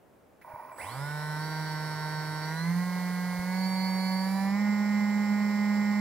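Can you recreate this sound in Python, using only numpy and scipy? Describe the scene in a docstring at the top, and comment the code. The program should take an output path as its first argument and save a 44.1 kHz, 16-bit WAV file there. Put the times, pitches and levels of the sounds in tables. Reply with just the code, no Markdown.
"""A quiet room, then a tick and a stutter: a small brushless motor on a bench switches on, catches,
and is stepped up three times to full throttle, close to a phone's two microphones, a little to one side.
A tape flag on the shaft hums once a turn, magnets and slots whine through the body's resonances,
the bearings hiss and rattle, and the controller's chopping sings high above until full throttle ends it.
Two soft handling bumps sound underneath."""
import sys
import numpy as np
from scipy import signal
from scipy.fft import rfft, irfft, next_fast_len
from scipy.io import wavfile

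SR = 44100
rng = np.random.default_rng(int(sys.argv[2]) if len(sys.argv) > 2 else 0)


def wav_record(signal):
    """Record a signal, one row per channel, as 16-bit PCM in the file named by sys.argv[1]."""
    frames = np.transpose(np.atleast_2d(signal))
    bounded = np.clip(frames, -1, 1)
    # unit amplitude maps onto the largest positive 16-bit level
    quanta = np.round(bounded * 32767).astype(np.int16)
    wavfile.write(sys.argv[1], SR, quanta)


N = 264803
TIME = np.arange(N) / SR
STEP = 64  # samples per control tick
TICKS = TIME[::STEP]
ON_S, DRIVE_S, CATCH_S = .414, .716, .754  # the controller switches on, begins to drive, the rotor catches
BUILD_S, LOCK_S, SURGE_S = .081, .042, .23  # the stutter builds, the rotor locks, the starting surge fades


def undb(db):
    """Decibels to gain."""
    return 10 ** (np.asarray(db) / 20)


def to_db(gain):
    """Gain to decibels, with silence far down."""
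    return 20 * np.log10(gain + 1e-5)


def ramp(at, start_s, length_s):
    """A smooth rise from 0 to 1."""
    return (1 - np.cos(np.pi * np.clip((at - start_s) / length_s, 0, 1))) / 2


def peaks_db(hz, resonances):
    """Lift or dip that (centre_hz, width_hz, gain_db) resonances give at a frequency."""
    return sum(db / (1 + (2 * (hz - centre) / width) ** 2) for centre, width, db in resonances)


def colour(x, points, lead=((1, 0),)):
    """Filter by (freq_hz, gain_db) points and turn the phase by (freq_hz, lead_rad) points."""
    size = next_fast_len(N + SR // 10)
    log_hz = np.log(np.maximum(np.fft.rfftfreq(size, 1 / SR), 1))
    db, angle = (np.interp(log_hz, np.log(p[:, 0]), p[:, 1]) for p in map(np.array, (points, lead)))
    return irfft(rfft(x, size) * undb(db) * np.exp(1j * angle), size)[..., :N]


def noise(points):
    """Noise shaped by (freq_hz, density_db_per_hz) points."""
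    return colour(rng.standard_normal(N) * np.sqrt(SR / 2), points)


def walk(rate_hz):
    """A smooth random wander at the control ticks, spread 1."""
    pole = np.exp(-2 * np.pi * rate_hz * STEP / SR)
    wander = signal.lfilter([1], [1, -2 * pole, pole ** 2], rng.standard_normal(len(TICKS)))
    return wander / wander.std()


def tone(cycles, db, waver_db, blur):
    """A sine of rms level db (given at the ticks); its strength wavers, its phase drifts by blur cycles."""
    gain = np.interp(TIME, TICKS, undb(db + waver_db * walk(16.2)))
    drift = np.interp(TIME, TICKS, blur * walk(19.0) + rng.random())
    return np.sqrt(2) * gain * np.sin(2 * np.pi * (cycles + drift))


def order_comb(turns, orders, scatter_db=3, size=4096):
    """Fine irregularities that come round on every turn: a complex comb of shaft-speed multiples."""
    strengths = undb(scatter_db * rng.standard_normal(len(orders)))
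    lines = np.zeros(size, complex)
    lines[orders] = strengths * np.exp(2j * np.pi * rng.random(len(orders)))
    return np.sqrt(2) * np.interp(turns % 1 * size, np.arange(size), np.fft.ifft(lines) * size)


def effort(at, stutter_db, running_db, surge_db, start_s=ON_S, rise_s=BUILD_S):
    """Gain in dB of a part: silent, stuttering, then running, with a surge as the rotor gathers speed."""
    caught = ramp(at, CATCH_S, LOCK_S)
    surge = np.exp(-np.maximum(at - CATCH_S - LOCK_S, 0) / SURGE_S)
    onset_db = to_db(ramp(at, start_s, rise_s))
    return onset_db + (1 - caught) * stutter_db + caught * (running_db + surge_db * surge)


# Room tone around the bench: freq_hz, density_db_per_hz
ROOM_TONE = [(30, -106), (80, -89), (300, -88), (600, -87.5), (1000, -95.5), (2000, -104), (4000, -116),
             (8000, -117), (15000, -116)]

def room_tone(trim_db=-4):
    """The room murmurs, partly alike in both microphones and partly different in each."""
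    return undb(trim_db) * (noise(ROOM_TONE) + np.array([noise(ROOM_TONE), noise(ROOM_TONE)]))


def walls(x, t60_s=.14, wet_db=-17):
    """The near walls of a small room return a short, dull tail, different at each microphone."""
    t = TIME[:SR // 2]
    tail = rng.standard_normal((2, len(t))) * undb(-60 * t / t60_s) * (t > .004)
    dull_tail = signal.lfilter([.4], [1, -.6], tail / np.linalg.norm(tail[0]))
    return undb(wet_db) * signal.fftconvolve(x[None], dull_tail, axes=1)[:, :N]


# Handling noise at the phone: start_s, level_db, pitch_hz
HANDLING_BUMPS = [(0.536, -43, 120), (3.392, -34, 95)]

def handling(decay_s=.0034):
    """The hand gives dull, nearly dead thumps."""
    out = np.zeros(N)
    for start_s, db, hz in HANDLING_BUMPS:
        t = np.maximum(TIME - start_s, 0)
        out += undb(db) * t / decay_s * np.exp(1 - t / decay_s) * np.sin(2 * np.pi * hz * t)
    return out


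# Moves of the throttle, the last one to full: start_s, length_s, shaft_hz
THROTTLE_MOVES = [(1.315, .17, 155.8), (1.625, .14, 154.2), (2.385, .5, 179.1), (3.35, .32, 187.4),
                  (4.065, .55, 197.2), (4.46, .175, 206.15)]

def throttle(at, idle_hz=151.7):
    """The shaft speed that the throttle asks for: each move eases over to the next setting."""
    setting, hz = np.full(len(at), idle_hz), idle_hz
    for start_s, length_s, new_hz in THROTTLE_MOVES:
        setting += (new_hz - hz) * ramp(at, start_s, length_s)
        hz = new_hz
    return setting


def shaft_speed(at, stutter_hz=28, spin_up_s=.132, s_curve=1.32):
    """Turns per second: a slow stutter, an S-shaped run-up once caught, then as the throttle asks."""
    lag = np.exp(-(np.maximum(at - CATCH_S, 0) / spin_up_s) ** s_curve)
    return stutter_hz * lag + throttle(at) * (1 - lag)


def shaft_turns(hunt_turns=.018, hunt_s=.13):
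    """Turns made so far; the rotor hunts roughly back and forth until it has locked in."""
    hunting = hunt_turns * walk(45) * np.exp(-np.maximum(TICKS - CATCH_S, 0) / hunt_s)
    return np.cumsum(shaft_speed(TIME)) / SR + np.interp(TIME, TICKS, hunting)


def switch_on_tick(decay_s=.017):
    """The first jolt of current ticks in the windings."""
    envelope = (TIME > ON_S) * np.exp(-np.maximum(TIME - ON_S, 0) / decay_s)
    spectrum = [(600, -100), (1500, -86), (2300, -80.5), (3000, -100), (5000, -101), (8000, -108)]
    return envelope * noise(spectrum)


# Bearing and air noise, close to the motor: freq_hz, density_db_per_hz
BEARING_HISS = [(30, -119), (100, -78.5), (270, -80.5), (450, -78), (780, -83.5), (1050, -75.5),
                (1300, -84.5), (2050, -81.5), (2700, -91.5), (3500, -93), (5000, -84.5), (7000, -96),
                (10000, -102), (15000, -100)]

def hiss(turns):
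    """The races and the whirled air hiss; once the rotor runs, a little harder once a turn."""
    throb = 1 + .33 * ramp(TIME, CATCH_S, LOCK_S) * np.cos(2 * np.pi * turns)
    flutter_db = .6 * walk(25)
    db = effort(TICKS, stutter_db=-19.5, running_db=0, surge_db=-6.5) + flutter_db
    return noise(BEARING_HISS) * throb * np.interp(TIME, TICKS, undb(db))


# Rings of the motor standing loose on the bench: pitch_hz, width_hz, relative_db
MOUNT_MODES = [(634, 34, 7.5), (947, 94, 9), (1473, 48, -3), (1904, 61, -9), (2320, 44, -8)]
# Jerks of the rotor before it catches: start_s, peak_db
ROTOR_JERKS = [(.446, -39), (.478, -37), (.518, -34.5), (.539, -40), (.559, -34), (.596, -33.5),
               (.715, -31.5)]

def rattle(taps_per_s=900, scatter_db=-1.0):
    """Jerks of the starting rotor and a stream of tiny taps ring the motor; each ring swells briefly."""
    t = TIME[:SR // 10]
    ring = sum(undb(db) * width ** 2 * t * np.exp(-2 * np.pi * width * t) * np.sin(2 * np.pi * hz * t)
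               for hz, width, db in MOUNT_MODES)
    taps = (rng.random(N) < taps_per_s / SR) * np.sign(rng.standard_normal(N))
    taps *= undb(scatter_db * rng.standard_normal(N))
    taps_db = effort(TIME, stutter_db=-46, running_db=-54, surge_db=10, rise_s=.1)
    force = taps / taps.std() / np.linalg.norm(ring) * undb(taps_db)
    for start_s, db in ROTOR_JERKS:
        force[int(start_s * SR)] += undb(db) / np.abs(ring).max()
    return signal.fftconvolve(force, ring)[:N]


# Ball-pass tones of the bearings: shaft_multiple, full_speed_level_db
BALL_TONES = [(2.648, -54), (3.185, -60), (4.178, -50), (5.178, -56), (9.555, -58)]

def bearings(turns, speed):
    """At high speed the balls sing between the whole multiples of the shaft speed."""
    speed_db = 45 * np.log10(speed / speed.max()) + to_db(ramp(TICKS, ON_S, BUILD_S))
    return sum(tone(k * turns, db + speed_db, waver_db=.5, blur=.057) for k, db in BALL_TONES)


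# Resonances (+) and anti-resonances (-) of motor and bench: centre_hz, width_hz, gain_db
BODY_MODES = [(380.6, 89, -15), (524, 40, -14.5), (549, 103, 8), (669, 56, -27), (780, 49, 7.5),
              (958, 195, 11.5), (1292, 56, -14.5), (1455, 87, 6.5), (2103, 367, 18), (2116, 79, -15.5),
              (2630, 160, -29), (2940, 720, -5), (3480, 240, -4.5), (5300, 1100, 4), (6560, 760, -3.5),
              (7510, 240, 6.5), (8850, 8950, -10), (9810, 1700, 10), (13475, 150, -8)]
# Sharp rings of the rotor bell: centre_hz, width_hz, gain_db
BELL_MODES = [(4085, 80, 9), (4400, 70, 4)]

def body_db(hz, low_cut_hz=310):
    """How strongly motor and bench radiate at a frequency; so small a body gives off little bass."""
    return peaks_db(hz, BODY_MODES + BELL_MODES) - 20 * np.log10(1 + (low_cut_hz / hz) ** 4)


# Commutation tones above the chop rate: offset_shaft_multiple, base_level_db
CHOP_SIDEBANDS = [(8, -59.5), (9, -59.5), (10, -80), (11, -61.5), (12, -58), (13, -85), (14, -100),
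                  (24, -56), (25, -65), (26, -78), (28, -59), (30, -85)]
# Fizz of the switched windings, close up: freq_hz, base_density_db_per_hz
WINDING_FIZZ = [(9000, -118), (10200, -90.5), (12000, -106), (13600, -101), (15000, -105), (15400, -100),
                (15800, -100)]

def controller(turns, chop_hz=7822, slip_per_turn=.757, switch_s=.008, side_db_per_hz=.14, slots=12):
    """Chopped current makes the windings sing until full throttle; sidebands climb with the speed."""
    speed = shaft_speed(TICKS)
    full_s, length_s, full_hz = THROTTLE_MOVES[-1]
    fade_db = to_db(1 - ramp(TICKS, full_s - .06, length_s))  # begins just ahead of the last move

    def switched_db(**stages):
        return fade_db + effort(TICKS, rise_s=switch_s, **stages)

    chop_db = switched_db(stutter_db=-2, running_db=.5, surge_db=5.5, start_s=DRIVE_S)
    octave_db = switched_db(stutter_db=-3, running_db=-5, surge_db=6)
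    fizz_db = switched_db(stutter_db=-4, running_db=-7, surge_db=17)
    side_db = switched_db(stutter_db=-22, running_db=3.5, surge_db=9, start_s=DRIVE_S)
    side_db += side_db_per_hz * (throttle(TICKS) - full_hz)
    chop = chop_hz * TIME - slip_per_turn * turns  # each commutation delays the chopping slightly
    tones = tone(chop, chop_db - 59, waver_db=.45, blur=.01)
    tones += tone(2 * chop, octave_db - 62, waver_db=1.5, blur=.05)
    for k, db in CHOP_SIDEBANDS:
        tones += tone(chop + k * turns, db + side_db + body_db(chop_hz + k * speed), waver_db=1.6, blur=.12)
    tones += tone(2 * chop - slots * turns, side_db - 68, waver_db=1.5, blur=.05)
    weak_sidebands = (order_comb(turns, np.arange(13, 46)) * np.exp(2j * np.pi * chop)).real
    weak_sidebands *= np.interp(TIME, TICKS, undb(side_db - 74))
    fizz = noise(WINDING_FIZZ) * np.interp(TIME, TICKS, undb(fizz_db))
    return tones + weak_sidebands + fizz


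# Orders of the magnetic and mechanical forces: shaft_multiple, base_level_db
FORCE_ORDERS = [(2, -43), (3, -48), (4, -50), (6, -53), (7, -56), (8, -57), (9, -51), (11, -57), (12, -55),
                (13, -62), (14, -65), (15, -64), (16, -66), (17, -65), (18, -64), (19, -63), (20, -64),
                (21, -60), (22, -65), (23, -62), (25, -61), (26, -61), (27, -60), (28, -61), (30, -66),
                (31, -66), (32, -67), (33, -66), (34, -67), (35, -66), (36, -55), (37, -61), (42, -70),
                (43, -66), (48, -73), (53, -68), (54, -70), (60, -63), (62, -66), (63, -69), (64, -68),
                (66, -68), (70, -71), (72, -62)]

def whine(turns, speed):
    """Magnets and slots whine; orders swell and fade as the speed carries them through body resonances."""
    effort_db = effort(TICKS, stutter_db=-11, running_db=2.13, surge_db=-2.5)
    buzz = sum(tone(k * turns, db + effort_db + body_db(k * speed), waver_db=1.27, blur=.0024)
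               for k, db in FORCE_ORDERS)
    fine_gain = np.interp(TIME, TICKS, undb(effort_db - 79) * speed / speed.max())
    return buzz + fine_gain * order_comb(turns, np.arange(38, 102)).real


# Resonances that single orders excite strongly: shaft_multiple -> centre_hz, width_hz, base_peak_db
SINGING_MODES = {2: [(313, 16.4, -47)], 5: [(792, 29, -55), (951, 65, -40.5)], 10: [(1020, 170, -43),
                 (1490, 170, -42), (2032, 130, -42.5)], 24: [(4517, 61, -38)], 25: [(4124, 92, -44.5)],
                 29: [(2230, 270, -43.5), (3220, 120, -54), (4497, 46, -44)], 36: [(2280, 190, -40.5),
                 (4370, 100, -49), (5560, 290, -57)], 60: [(10700, 1200, -58.5)], 72: [(13500, 200, -60)]}

def singing(turns, speed):
    """An order sings out when the speed carries it onto one of its resonances, and dips between two."""
    drive_db = effort(TICKS, stutter_db=-15, running_db=-.5, surge_db=1)
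    out = np.zeros(N)
    for k, modes in SINGING_MODES.items():
        response = sum(undb(db) / (1 + 2j * (k * speed - hz) / width) for hz, width, db in modes)
        out += tone(k * turns, drive_db + to_db(np.abs(response)), waver_db=1.06, blur=.022)
    return out


# Low resonances (+) and an anti-resonance (-) of the bench under the motor: centre_hz, width_hz, gain_db
BENCH_MODES = [(80, 40, 11), (139, 18, 5.5), (172.5, 13, 7.3), (180.5, 7, -3.6)]

def flag_hum(turns, speed, base_db=-25, db_per_decade=96):
    """Flag and unbalance push the air once a turn, much harder with speed and on the bench's resonances."""
    db = base_db + db_per_decade * np.log10(speed / speed.max()) + peaks_db(speed, BENCH_MODES)
    return tone(turns, db, waver_db=.85, blur=.0019)


# The left microphone lies in the phone's shadow: freq_hz, left_minus_right_db
LEFT_SHADOW = [(180, -4.5), (400, -7.5), (1000, -2.5), (1700, -1), (2300, -3.5), (3200, -6), (4500, -22.5),
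               (8000, -29), (11000, -17), (15000, -15.5)]
# The two microphones hear the motor out of step: freq_hz, left_lead_rad
LEFT_LEAD = [(180, 0.33), (600, 0.21), (1640, 0.87), (2500, -1.56), (3200, 1)]

def scene():
    """The motor stands close by, nearer the right microphone; the left gets more scattered hiss."""
    turns, speed = shaft_turns(), shaft_speed(TICKS)
    motor = whine(turns, speed) + singing(turns, speed) + bearings(turns, speed) + hiss(turns)
    motor += rattle() + switch_on_tick() + controller(turns)
    left, right = motor + walls(motor) + flag_hum(turns, speed) + handling()
    scattered = colour(hiss(turns), [(40, -15), (100, 3), (400, 3.5), (2000, -16), (5000, 14), (9000, 4)])
    left = colour(left + scattered, LEFT_SHADOW, LEFT_LEAD)
    return np.array([left, right]) + room_tone()


def record(dry):
    """The phone cuts the top treble steeply."""
    top_hz = 15750
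    return signal.sosfilt(signal.ellip(10, .2, 70, top_hz, fs=SR, output="sos"), dry)


dry = scene()
out = record(dry)
wav_record(out)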